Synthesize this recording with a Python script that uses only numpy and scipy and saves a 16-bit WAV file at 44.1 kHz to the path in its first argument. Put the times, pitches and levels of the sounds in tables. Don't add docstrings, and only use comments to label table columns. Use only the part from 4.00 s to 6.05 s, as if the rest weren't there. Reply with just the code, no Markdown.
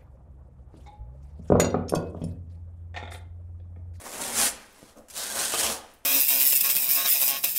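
import sys
import numpy as np
from scipy import signal
from scipy.fft import rfft, irfft, next_fast_len
from scipy.io import wavfile
from scipy.ndimage import uniform_filter1d, map_coordinates

SR = 44100
rng = np.random.default_rng(int(sys.argv[2]) if len(sys.argv) > 2 else 0)


def master_out(mix):
    frames = np.transpose(np.atleast_2d(mix))
    ceiling = np.clip(frames, -1, 1)
    pcm = np.round(ceiling * 32767).astype(np.int16)
    wavfile.write(sys.argv[1], SR, pcm)


N = 90404

# t/s, relative rip level/dB, relative sheet level/dB
FIRST_PULL = [(0, -47, -47.5), (.03, -47.5, -47), (.06, -42, -43.5), (.115, -44, -47.5), (.14, -40, -41),
              (.2, -40.5, -39), (.212, -33.5, -36), (.26, -35.5, -38.5), (.29, -34, -36), (.32, -36, -37),
              (.35, -30, -39.5), (.405, -21, -34), (.45, -21, -38.5), (.475, -27.5, -42.5), (.5, -35, -48),
              (.525, -56, -79), (.58, -78, -79)]
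SECOND_PULL = [(1.085, -59, -70), (1.13, -47, -52), (1.15, -42, -53), (1.17, -32.5, -43),
               (1.22, -33, -41.5), (1.27, -34.5, -43.5), (1.34, -35, -42), (1.365, -30, -35.5),
               (1.405, -26.5, -35.5), (1.445, -28, -38), (1.49, -32, -41), (1.52, -28.5, -39.5),
               (1.565, -31, -34), (1.6, -23, -34.5), (1.62, -29.5, -38), (1.645, -24, -29),
               (1.68, -30, -37.5), (1.72, -30.5, -35.5), (1.755, -39.5, -44.5), (1.79, -51, -48),
               (1.85, -76.5, -53.5)]
# f/Hz, level/dB
FIRST_RIP_COLOUR = [(300, -22), (900, -9), (1550, -6), (2000, -6.5), (2500, -9.5), (3100, -6.5), (4200, -6),
                    (6500, -3.5), (9300, -1.5), (11000, -5), (13000, -12), (15500, -15)]
SECOND_RIP_COLOUR = [(300, -42.5), (900, -15), (1600, 2), (2300, -3.5), (3400, -1.5), (5200, -1.5),
                     (8700, 1), (11000, -2.5), (13000, -8), (15500, -11.5)]
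FIRST_SHEET_COLOUR = [(30, -24), (75, -5.5), (140, -17), (175, -11.5), (215, -2), (290, -3), (370, -10),
                      (500, -1), (780, -2), (1150, -6), (2000, -11.5), (4000, -17), (12000, -37.5)]
SECOND_SHEET_COLOUR = [(30, -20), (75, -8), (140, -13), (175, -13), (215, -0.5), (290, -6.5), (370, -5.5),
                       (500, -0.5), (780, 1), (1150, -3.5), (2000, -16.5), (4000, -24.5), (12000, -46)]
# f/Hz, t60/s
ROOM_T60 = [(100, 0.76), (500, 0.51), (2000, 0.68), (5000, .45), (9000, 0.22), (14000, 0.34)]
# f/Hz, level/dB
ROOM_COLOUR = [(60, -3.5), (500, 1), (2000, -3.5), (5000, -5.5), (10000, 2.5), (15000, -17)]
AIR_COLOUR = [(25, 3), (45, -7.5), (62, 1), (110, -15), (500, -11.5), (1500, -20.5), (4000, -31),
              (10000, -28.5), (15000, -39)]
# t/s, level/dB, t60/s, low f/Hz, top f/Hz
BUCKLES = [(.064, -38.5, 0.086, 600, 1090), (.829, -46, 0.012, 100, 520), (1.539, -26.5, 0.076, 573, 1110)]
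# t/s, level/dB, width/s
WAFTS = [(0.39, -51.5, 0.075), (0.545, -58.5, 0.035), (1.146, -60.5, 0.024)]
# t/s, level/dB, width/s, f/Hz
STRIP_RINGS = [(0.415, -41, 0.032, 727), (1.217, -43.5, 0.038, 4000), (1.397, -44, 0.038, 1540),
               (1.551, -36, 0.022, 2880), (1.643, -35.5, 0.031, 3000)]
# t/s, level/dB
SLIDE_LEVELS = [(.5, -57), (.62, -55.5), (.72, -60), (.8, -56), (.9, -57), (.935, -64), (1.0, -80),
                (1.76, -46), (1.82, -58.5), (1.93, -62), (2.0, -74)]
FLEX_LEVELS = [(.945, -71), (.962, -52.5), (1.0, -50), (1.022, -52.5), (1.05, -71)]
# t/s, level/dB
BANGLE_TICKS = [(.728, -58), (1.909, -74), (1.938, -53.5), (1.987, -68), (2.044, -57.5)]
# f/Hz, level/dB, t60/s
BANGLE_MODES = [(9440, -4, .03), (11400, 2, 0.016), (12000, 0, 0.021), (12800, -6, .06),
                (14800, -13.5, .12), (15500, -11, .1)]
# t/s, level/dB, t60/s
CRINKLES = [(0.971, -55, .04), (0.983, -51, 0.023), (1.085, -46, 0.022), (1.1, -39, .04),
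            (1.108, -38.5, 0.016)]
# f/Hz, level/dB
SLIDE_COLOUR = [(60, -18), (250, -7), (550, -4.5), (1200, -8.5), (3000, -14), (6000, -14), (10500, -15),
                (15000, -27)]
FLEX_COLOUR = [(60, -10), (150, -17), (270, 3), (360, -14), (490, 2), (680, -4.5), (900, -13), (1250, -11),
               (2000, -37), (6000, -34)]
CRINKLE_COLOUR = [(500, -22), (1500, -4), (4000, -6.5), (6300, 2.5), (10000, 0), (15000, -10)]

FULL_PULL_DB, SNAPS_PER_S, RATE_EXPONENT = -25, 9000, .4
CATCH_PER_S, CATCH_DB = 360, 1.53
RIP_DB, SHEET_DB, WALLS_DB, ROOM_DB, AIR_DB = -1, -1.5, -4, -6.5, -60.5


def amp(db):
    return 10 ** (np.asarray(db) / 20)


def unit_rms(x):
    return x / np.sqrt(np.mean(x ** 2) + 1e-20)


def along(points, hz):
    freqs, values = np.transpose(points)
    return np.interp(np.log(hz + 1), np.log(freqs + 1), values)


def levels(rows):
    times, *columns = np.transpose(rows)
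    t = np.arange(N) / SR
    return [amp(np.interp(t, times, db, left=-120, right=-120)) for db in columns]


def wobble(rate):
    return map_coordinates(rng.standard_normal(N // 8), [np.arange(N) * rate / SR], mode="wrap")


def coloured(x, points, size=4096):
    cepstrum = irfft(np.log(amp(along(points, np.fft.rfftfreq(size, 1 / SR)))))
    cepstrum[1:size // 2] *= 2
    cepstrum[size // 2 + 1:] = 0
    response = irfft(np.exp(rfft(cepstrum)))
    return signal.fftconvolve(x, response / np.linalg.norm(response))[:N]


def snaps(per_s, scatter_db):
    chance = np.clip(per_s / SR, 1e-4, 1)
    sizes = amp(scatter_db * np.clip(rng.standard_normal(N), -2.5, 2.5))
    return unit_rms(sizes) * rng.choice([-1, 1], N) * (rng.random(N) < chance) / np.sqrt(chance)


def dying(start, t60):
    t = np.arange(N) / SR - start
    return (t >= 0) * np.exp(-np.log(1000) * np.abs(t) / t60)


def swell(centre, width):
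    return np.exp(-.5 * ((np.arange(N) / SR - centre) / width) ** 2)


def pull(rows, rip_colour, sheet_colour):
    rip, sheet = levels(rows)
    rate = SNAPS_PER_S * (rip / amp(FULL_PULL_DB)) ** RATE_EXPONENT
    catching = unit_rms(amp(CATCH_DB * wobble(CATCH_PER_S)))
    breaks = snaps(rate, scatter_db=4.5) * catching
    crackle = amp(RIP_DB) * coloured(breaks * rip, rip_colour)
    drumming = amp(SHEET_DB) * coloured(breaks * sheet, sheet_colour)
    return crackle + drumming


def shifting_colour(x, patchy_db):
    spectra = signal.stft(x, nperseg=512)[2]
    patches = uniform_filter1d(rng.standard_normal(spectra.shape), 14, axis=0)
    patches = uniform_filter1d(patches, 8, axis=1)
    return signal.istft(spectra * amp(patchy_db * unit_rms(patches)), nperseg=512)[1][:N]


def wall_echoes(x, count=14, above_hz=1230, spread_s=.012, drift_s=.0012):
    treble = signal.sosfilt(signal.butter(2, above_hz, "high", fs=SR, output="sos"), x)
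    out = np.zeros(N)
    for k in range(count):
        delay = np.abs(spread_s * rng.uniform(.1, 1) + drift_s * wobble(4))
        out += (-1) ** k * map_coordinates(treble, [np.arange(N) - SR * delay])
    return out / np.sqrt(count)


def room_ring(x, places=9):
    out = np.zeros(N)
    for place in range(places):
        hz, t, spectra = signal.stft(rng.standard_normal(SR * 3 // 4), SR, nperseg=256)
        decay = np.exp(-np.log(1000) * t / along(ROOM_T60, hz)[:, None])
        tail = signal.istft(spectra * decay, SR, nperseg=256)[1]
        tail = np.pad(tail / np.linalg.norm(tail), (SR // 200, 0))
        share = np.maximum(0, 1 - np.abs(np.linspace(0, places - 1, N) - place))
        out += signal.fftconvolve(x * np.sqrt(share), tail)[:N]
    size = next_fast_len(N + SR // 2)
    colour = amp(along(ROOM_COLOUR, np.fft.rfftfreq(size, 1 / SR)))
    return irfft(rfft(out, size) * colour, size)[:N]


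def room_air():
    return amp(AIR_DB) * coloured(rng.standard_normal(N), AIR_COLOUR)


def buckles():
    out = np.zeros(N)
    for start, db, t60, low_hz, top_hz in BUCKLES:
        flutter = rng.standard_normal(N) * dying(start, t60)
        push = dying(start, t60=.0035)
        band = [(low_hz / 4, -19), (low_hz, 0), (top_hz, -1), (top_hz * 2, -16), (12000, -45)]
        out += amp(db) * coloured(push + flutter, band)
    return out


def wafts():
    push = sum(amp(db) * swell(centre, width) for centre, db, width in WAFTS)
    rumble = [(25, -11), (80, -2), (160, -14), (600, -52), (4000, -86)]
    return coloured(push * rng.standard_normal(N), rumble)


def taut_strip(q=4.3):
    out = np.zeros(N)
    for centre, db, width, hz in STRIP_RINGS:
        band = signal.butter(2, [hz * (1 - .5 / q), hz * (1 + .5 / q)], "band", fs=SR, output="sos")
        ring = unit_rms(signal.sosfilt(band, snaps(3000, scatter_db=3)))
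        out += amp(db) * swell(centre, width) * ring
    return out


def slide():
    return coloured(snaps(5000, scatter_db=5.5) * levels(SLIDE_LEVELS)[0], SLIDE_COLOUR)


def bangles():
    t = np.arange(N) / SR
    out = np.zeros(N)
    for start, tick_db in BANGLE_TICKS:
        for hz, mode_db, t60 in BANGLE_MODES:
            gain = amp(tick_db + mode_db + rng.normal(0, 1.5))
            out += gain * dying(start, t60) * np.sin(2 * np.pi * hz * (t - start))
    return out


def flex():
    return coloured(snaps(1300, scatter_db=5) * levels(FLEX_LEVELS)[0], FLEX_COLOUR)


def crinkles():
    creases = sum(amp(db) * dying(start, t60) for start, db, t60 in CRINKLES)
    return coloured(snaps(6000, scatter_db=.5) * creases, CRINKLE_COLOUR)


def scene():
    peel = pull(FIRST_PULL, FIRST_RIP_COLOUR, FIRST_SHEET_COLOUR)
    peel += pull(SECOND_PULL, SECOND_RIP_COLOUR, SECOND_SHEET_COLOUR)
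    direct = shifting_colour(peel, patchy_db=.82) + buckles() + taut_strip()
    direct += slide() + bangles() + flex() + crinkles()
    reflected = amp(WALLS_DB) * wall_echoes(direct) + amp(ROOM_DB) * room_ring(direct)
    return (direct + reflected + room_air() + wafts())[None]


def record(dry):
    top_hz, edge_hz = 15850, 250
    size = next_fast_len(N + SR // 2)
    passband = np.clip((top_hz - np.fft.rfftfreq(size, 1 / SR)) / edge_hz, 0, 1)
    return irfft(rfft(dry, size) * np.sin(np.pi / 2 * passband) ** 2, size)[..., :N]


dry = scene()
out = record(dry)
master_out(out)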